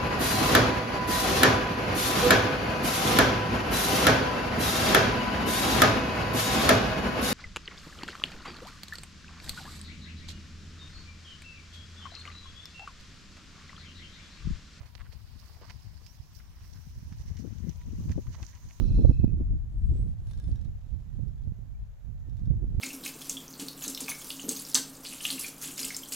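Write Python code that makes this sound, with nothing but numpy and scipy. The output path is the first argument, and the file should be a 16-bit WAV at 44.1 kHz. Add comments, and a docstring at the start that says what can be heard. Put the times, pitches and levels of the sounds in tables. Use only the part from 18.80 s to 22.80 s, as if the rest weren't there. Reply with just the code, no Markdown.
"""Gusts rumble and thump on the microphone's two openings (ports), hardest on the right.
Far off in an open field, a cart coasts to and fro in the dip of a homemade rail track.
Its wheels rub the rails, so they scrape and ring, then squeak thinly and tick as it slows.
Small birds chirp faintly in the trees, over the even hush of the air."""
import sys
import numpy as np
from scipy import signal
from scipy.fft import rfft, irfft
from scipy.io import wavfile
from scipy.ndimage import uniform_filter1d

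SR = 44100
rng = np.random.default_rng(int(sys.argv[2]) if len(sys.argv) > 2 else 0)


def store_pcm(level_fs):
    """Save levels as 16-bit WAV."""
    pcm = np.round(np.clip(level_fs, -1, 1) * 32767).astype(np.int16)
    wavfile.write(sys.argv[1], SR, np.atleast_2d(pcm).T)


N = 176400
T = np.arange(N) / SR

# How strong the wind is at each port: t/s, relative level/dB
GUSTS_LEFT = [(0.0, -48), (0.12, -18), (0.51, -30), (0.72, -22.5), (0.9, -36.5), (1.07, -17.5), (1.31, -35),
              (1.56, -36), (1.74, -30), (1.86, -44.5), (1.95, -27), (2.01, -47.5), (2.5, -43), (2.7, -38),
              (2.85, -48.5), (3.03, -32.5), (3.28, -57.5), (3.36, -39.5), (3.54, -44.5), (3.66, -31.5),
              (3.99, -33)]
GUSTS_RIGHT = [(0,-17),(.11,-19.5),(.28,-18),(.36,-26),(.42,-20.5),(.53,-20.5),(.66,-30),(.72,-21.5),(.82,-36),(.95,-31.5),(1.12,-25.5),(1.29,-23.5),(1.35,-34),(1.62,-30),(1.71,-25),(1.79,-30),(1.88,-28),(2.01,-40),(2.14,-28),(2.24,-37.5),(2.43,-25.5),(2.58,-34.5),(2.69,-27),(2.77,-39),(2.83,-33.5),(3.03,-39),(3.18,-47),(3.29,-30),(3.41,-36.5),(3.5,-30),(3.58,-31),(3.71,-20.5),(3.79,-26.5),(3.99,-22.5)]
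# Spectra (how strong each frequency is) of the wind's rumble and flutter: f/Hz, relative level/dB
RUMBLE_LEFT_SPECTRUM = [(10, -15.5), (30, 2), (55, 7), (110, -11), (150, -15.5), (220, -27), (350, -60.5),
                        (700, -89.5)]
RUMBLE_RIGHT_SPECTRUM = [(10, -15), (28, -5.5), (48, 0), (80, -5), (112, -4), (150, -16), (210, -25.5),
                         (700, -93.5)]
FLUTTER_SPECTRUM = [(80, -11), (125, 6.5), (170, 7.5), (245, -1), (340, -8), (470, -19.5), (620, -27),
                    (850, -39.5), (3000, -91.5)]
# Wheels scraping the rails: t/s, hiss level/dB, ringing level/dB
SCRAPE_LEVELS = [(0, -63, -63.5), (.25, -65, -70), (.43, -75.5, -76.5), (.5, -86.5, -90), (.6, -100, -100)]
# The wheels' high ringing tones and their lowest, close-set ones: f/Hz, width/Hz, relative level/dB
HIGH_RING_TONES = [(3860, 150, -7.5), (4107, 65, 0.5), (5320, 64, -6.5), (5840, 200, -7), (9810, 130, -13),
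                   (11950, 250, -16.5)]
LOW_RING_TONES = [(2518, 12, -2.5), (2550, 18, -11), (2610, 21, 0.5)]
# How loud the lowest tones and the rolling are: t/s, level/dB
LOW_RING_LEVEL = [(0, -81), (.12, -66), (.3, -83), (.33, -66.5), (.41, -69.5), (.49, -75.5), (.53, -86),
                  (.76, -100)]
ROLLING_LEVEL = [(1.0, -76.5), (1.13, -69), (1.4, -72.5), (1.52, -66.5), (1.75, -70), (1.92, -73),
                 (2.05, -71), (2.6, -76.5), (3.4, -77.5), (3.6, -72.5), (3.8, -79.5), (3.98, -70)]
# Spectra of the scraping, the rolling, the still air and a tick: f/Hz, relative level/dB
SCRAPE_SPECTRUM = [(900, 5.5), (2400, -7), (3900, 1), (6100, -0.5), (8700, -11.5), (12000, -12),
                   (16000, -24)]
ROLLING_SPECTRUM = [(600, 14), (1700, 1.5), (3700, 4.5), (7500, -2.5), (15000, -17.5)]
AIR_SPECTRUM = [(30, 10), (200, -10), (700, -4), (1100, -12), (1700, -12.5), (2400, -18.5), (5000, -25.5),
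                (6900, -19.5), (8500, -33), (10500, -31.5), (12000, -22.5), (15500, -28.5)]
TICK_SPECTRUM = [(500, 4), (2500, -8.5), (3700, 1), (5800, -4.5), (15000, -17)]
# Swirls of air that thump the right port: t/s, level/dB, half width/s, push (+1) or pull (-1)
SWIRLS = [(0.191, -14.5, 0.0012, -1), (0.249, -2, 0.0039, 1), (0.2543, -12, 0.0013, -1),
          (0.2968, -2, 0.003, 1), (0.3987, -9, 0.0026, -1), (0.438, -13, 0.0019, -1),
          (0.4442, -4.5, 0.0013, 1), (1.1139, -13, 0.0029, 1), (1.7285, -14.5, 0.0038, 1),
          (2.1392, -21.5, 0.0043, -1), (2.673, -20, 0.0022, -1), (2.7212, -22.5, 0.0023, -1),
          (3.708, -13, 0.0021, 1)]
# Brief puffs at the right port: t/s, level/dB, half length/s
AIR_PUFFS = [(0.192, -26.5, 0.0058), (0.2524, -18.5, 0.0045), (.276, -36, 0.0054), (0.301, -25.5, 0.0097),
             (0.4391, -24, 0.0025), (0.609, -27.5, 0.0058), (0.623, -32, 0.0034), (0.497, -35.5, 0.0051),
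             (0.737, -33.5, 0.0039), (1.125, -36.5, 0.0042), (1.685, -35.5, 0.0046), (2.147, -43.5, 0.0039),
             (2.392, -34, 0.0041), (2.79, -43.5, 0.0038), (3.487, -40.5, 0.0022), (3.706, -39, 0.0034),
             (3.832, -34.5, 0.011)]
# A wheel's thin squeak: t/s, f/Hz, level/dB
SQUEAK_PATH = [(.88, 8400, -100), (.93, 8540, -82), (1.07, 8550, -78.5), (1.13, 7600, -75.5),
               (1.27, 8630, -74.5), (1.36, 9100, -93), (1.47, 9810, -75.5), (1.6, 9150, -83),
               (1.7, 9500, -75), (1.76, 9920, -100)]
# Ticks of the rattling cart: t/s, relative level/dB
CART_TICKS = [(1.4686, -52), (1.51, -47.5), (1.5325, -50), (1.573, -50), (1.5972, -49), (1.639, -50.5),
              (1.6767, -53), (1.7135, -50.5), (1.7552, -51), (1.8114, -53), (1.8455, -54.5), (2.479, -58.5),
              (2.577, -60.5), (3.495, -58.5), (3.5676, -54.5), (3.654, -54.5)]
# Wheel tones that a tick sets ringing: f/Hz, level/dB added to the tick's
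CLINK_TONES = [(1680, -20), (3690, -18), (5300, -25), (5750, -22)]
# Distant bird chirps: t/s, length/s, first f/Hz, last f/Hz, level/dB
BIRD_CHIRPS = [(2.258, 0.091, 1980, 1860, -78), (2.939, 0.025, 2250, 2400, -74),
               (3.421, 0.071, 1890, 1767, -78)]

CART_PAN_DB = -4.5  # left minus right: the cart is a little to the right


def amp(db):
    """Turns decibels into a number to multiply by."""
    return 10 ** (np.asarray(db) / 20)


def unit(x):
    """Scales each channel to an average (rms) size of 1."""
    return x / np.sqrt(np.mean(x ** 2, -1, keepdims=True) + 1e-20)


def curve(table, column=1):
    """Joins a column's points over time with straight lines, holding the first and last values."""
    rows = np.array(table, float)
    return np.interp(T, rows[:, 0], rows[:, column])


def noise(gain):
    """Noise of size 1, with each frequency f weighted by gain(f)."""
    return unit(irfft(rfft(rng.standard_normal(N)) * gain(np.fft.rfftfreq(N, 1 / SR)), N))


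def coloured(spectrum):
    """Noise shaped by a spectrum table."""
    hz, db = np.transpose(spectrum)
    return noise(lambda f: amp(np.interp(np.log(f + 1), np.log(hz), db)))


def wander(hz):
    """A random wobble, up to about hz times a second."""
    return noise(lambda f: np.exp(-(f / hz) ** 2))


def steadied(x, span_s, share):
    """Evens out a share (0 to 1) of a noise's chance swells."""
    window = np.exp(-((np.arange(8001) - 4000) / SR / span_s) ** 2)
    power = signal.fftconvolve(x ** 2, window, "same") / signal.fftconvolve(np.ones(N), window, "same")
    return unit(x / (abs(power) + 1e-9) ** (share / 2))


def pan(db):
    """Left and right gains, with the left louder by db."""
    return amp(np.array([[db], [-db]]) / 2)


def spread(make, same):
    """Two channels of a random sound; same (0 to 1) is the part they share."""
    return np.sqrt(same) * make() + np.sqrt(1 - same) * np.array([make(), make()])


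def port_wind(gusts, spectrum, flutter_db):
    """Churning air rumbles at one port; stronger gusts add a higher, lumpy flutter."""
    gust_db = curve(gusts)
    rumble = steadied(coloured(spectrum), span_s=0.069, share=1.0) * amp(gust_db)
    flutter = steadied(coloured(FLUTTER_SPECTRUM) * amp(5.7 * wander(50)), span_s=0.0076, share=0.45)
    growth_db = 1.774 * (gust_db + 20)  # zero in a gust of -20 dB; grows faster than the rumble
    return rumble + flutter * amp(flutter_db + growth_db)


def wind():
    """Each port catches its own gusts."""
    left = port_wind(GUSTS_LEFT, RUMBLE_LEFT_SPECTRUM, flutter_db=-43)
    right = port_wind(GUSTS_RIGHT, RUMBLE_RIGHT_SPECTRUM, flutter_db=-29.5)
    return np.array([left * amp(-0.5), right * amp(-1.5)])


def grainy(x, depth_db, size=512):
    """Uneven contact makes narrow bands of a rubbing noise flare up briefly, each on its own."""
    bands = signal.stft(x, nperseg=size)[2]
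    patches = uniform_filter1d(rng.standard_normal(bands.shape[1:]), size=5, axis=0)  # blur in pitch
    patches = uniform_filter1d(patches, size=3, axis=1)  # blur in time
    flared = bands * amp(depth_db * patches / patches.std())
    return unit(signal.istft(flared, nperseg=size)[1][:, :N])


def rubbed(tones):
    """Rubbing keeps a wheel ringing: a narrow band of noise for each tone."""
    return unit(sum(amp(db) * noise(lambda f: 1 / (1 + ((f - hz) / width * 0.73) ** 2))
                    for hz, width, db in tones))


def scrape():
    """The wheels rub the rails: a grainy hiss and ringing tones that fade as the cart slows."""
    hiss = grainy(spread(lambda: coloured(SCRAPE_SPECTRUM), same=0.47), depth_db=4.5)
    hiss *= amp(curve(SCRAPE_LEVELS) + 0.91 * wander(120))
    high_ring = grainy(spread(lambda: rubbed(HIGH_RING_TONES), same=0.29), depth_db=3.5)
    high_ring *= amp(curve(SCRAPE_LEVELS, column=2) + 2 * wander(70))
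    low_ring = spread(lambda: steadied(rubbed(LOW_RING_TONES), span_s=0.012, share=0.94), same=0.41)
    low_ring *= amp(curve(LOW_RING_LEVEL) + 2 * wander(60))
    return (hiss + high_ring) * pan(CART_PAN_DB) + low_ring * pan(-1.6)


def rolling():
    """The wheels roll along the rails with a gritty hiss."""
    hiss = spread(lambda: coloured(ROLLING_SPECTRUM), same=0.29)
    return hiss * amp(curve(ROLLING_LEVEL) + 2.3 * wander(120)) * pan(CART_PAN_DB)


def air(level_db=-66):
    """The still air of the field makes an even hush."""
    return spread(lambda: coloured(AIR_SPECTRUM), same=0.06) * amp(level_db + 0.36 * wander(7.1))


def thumps(tip_share=0.2, tip_width=0.24, cutoff_hz=920):
    """Each swirl passing the right port makes a dull pressure spike between two opposite swings."""
    pressure = np.zeros(N)
    for at, db, width, sign in SWIRLS:
        offset = (T - at) / width
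        body = (1 - offset ** 2) * np.exp(-offset ** 2 / 2)
        tip = np.exp(-(offset / tip_width) ** 2 / 2)
        pressure += sign * amp(db) * ((1 - tip_share) * body + tip_share * tip)
    dulled = irfft(rfft(pressure) / (1 + (np.fft.rfftfreq(N, 1 / SR) / cutoff_hz) ** 6), N)
    return np.array([np.zeros(N), dulled])


def puffs(db_per_octave=43, size=8192):
    """Short bursts of churning air hit the right port; stronger ones sound brighter."""
    out = np.zeros((2, N))
    hz = np.fft.rfftfreq(size, 1 / SR)
    t = (np.arange(size) - size / 2) / SR
    for at, db, half_length in AIR_PUFFS:
        corner_hz = 272 * 2 ** ((db + 31) / db_per_octave)  # 272 Hz for a puff of -31 dB
        ratio = hz / corner_hz
        swell = np.exp(-(t / half_length) ** 2 / 2)
        burst = irfft(rfft(rng.standard_normal(size) * swell) * ratio ** 1.5 / (1 + ratio ** 5.48))
        burst *= amp(db) * np.linalg.norm(swell) / np.linalg.norm(burst)
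        out[1] += np.interp(T, at + t, burst, left=0, right=0)
    return out


def flap(at_s=0.2495, hz=560, peak_db=-20.5, half_length_s=0.0028):
    """The hardest swirl shakes the air in the right port for a few hollow-sounding cycles."""
    age = T - at_s
    swell = amp(peak_db) * np.exp(-(age / half_length_s) ** 2 / 2)
    return np.array([np.zeros(N), swell * np.cos(2 * np.pi * hz * age)])


def squeak(width_hz=480, upper_ratio=1.11, upper_db=-6.5):
    """A rubbing wheel squeaks in two scratchy, very high tones."""
    def rough_tone(angle):
        return wander(width_hz) * np.cos(angle) + wander(width_hz) * np.sin(angle)

    pitch_hz = curve(SQUEAK_PATH) * (1 + 0.012 * wander(19))
    phase = 2 * np.pi * np.cumsum(pitch_hz) / SR
    pair = spread(lambda: rough_tone(phase) + amp(upper_db) * rough_tone(phase * upper_ratio), same=0.3)
    scratchy = grainy(pair, depth_db=3.5)
    return scratchy * amp(curve(SQUEAK_PATH, column=2) + 3.1 * wander(45)) * pan(CART_PAN_DB)


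def ticks(rise_s=0.0024, crack_s=0.0025, tail_s=0.016, tail_db=-13):
    """The cart rattles in dry ticks, each a quick crack with a short tail."""
    loudness = np.zeros(N)
    for at, db in CART_TICKS:
        age = np.maximum(T - at, 0)
        rise = np.minimum(age / rise_s, 1)
        since_peak = np.maximum(age - rise_s, 0)
        fade = np.exp(-since_peak / crack_s) + amp(tail_db) * np.exp(-since_peak / tail_s)
        loudness += amp(db - 10) * rise * fade
    return spread(lambda: coloured(TICK_SPECTRUM), same=0.51) * loudness * pan(CART_PAN_DB)


def clinks(rise_s=0.0024, ring_s=0.16):
    """Each tick sets the wheels ringing, with its own mix of their tones."""
    out = np.zeros((2, N))
    for at, db in CART_TICKS:
        ringing = (T > at) & (T < at + ring_s)
        age = T[ringing] - at
        rise = np.minimum(age / rise_s, 1)
        fade_db = -60 * age / ring_s
        for hz, tone_db in CLINK_TONES:
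            strength, detune = rng.standard_normal(2)
            pitch_hz = hz * (1 + 0.03 * detune)
            tone = np.sin(2 * np.pi * (pitch_hz * age + rng.random((2, 1))))
            out[:, ringing] += amp(db + tone_db + 2 * strength + fade_db) * rise * tone
    return out * pan(CART_PAN_DB)


def birds(echo_s=0.043, echo_db=-5):
    """Birds whistle faint, sliding chirps, blurred by echoes from the trees."""
    song = np.zeros(N)
    for at, length, first_hz, last_hz, db in BIRD_CHIRPS:
        progress = np.clip((T - at) / length, 0, 1)
        pitch_hz = first_hz + (last_hz - first_hz) * progress
        song += amp(db) * np.sin(np.pi * progress) * np.sin(2 * np.pi * np.cumsum(pitch_hz) / SR)
    echoes = rng.standard_normal((2, N)) * np.exp(-T / echo_s)
    echoes /= np.linalg.norm(echoes, axis=1, keepdims=True)
    return song + amp(echo_db) * signal.fftconvolve(song[None], echoes, axes=1)[:, :N]


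def scene():
    """Wind close by, the cart and the birds far off."""
    gusts = wind() + thumps() + puffs() + flap()
    cart = scrape() + rolling() + squeak() + ticks() + clinks()
    return gusts + cart + birds() + air()


def record(dry):
    """Cuts away the very highest treble, above 15750 Hz."""
    low_pass = signal.firwin(511, 15750, window=("kaiser", 9), fs=SR)
    return signal.oaconvolve(dry, low_pass[None], "same")


dry = scene()
out = record(dry)
store_pcm(out)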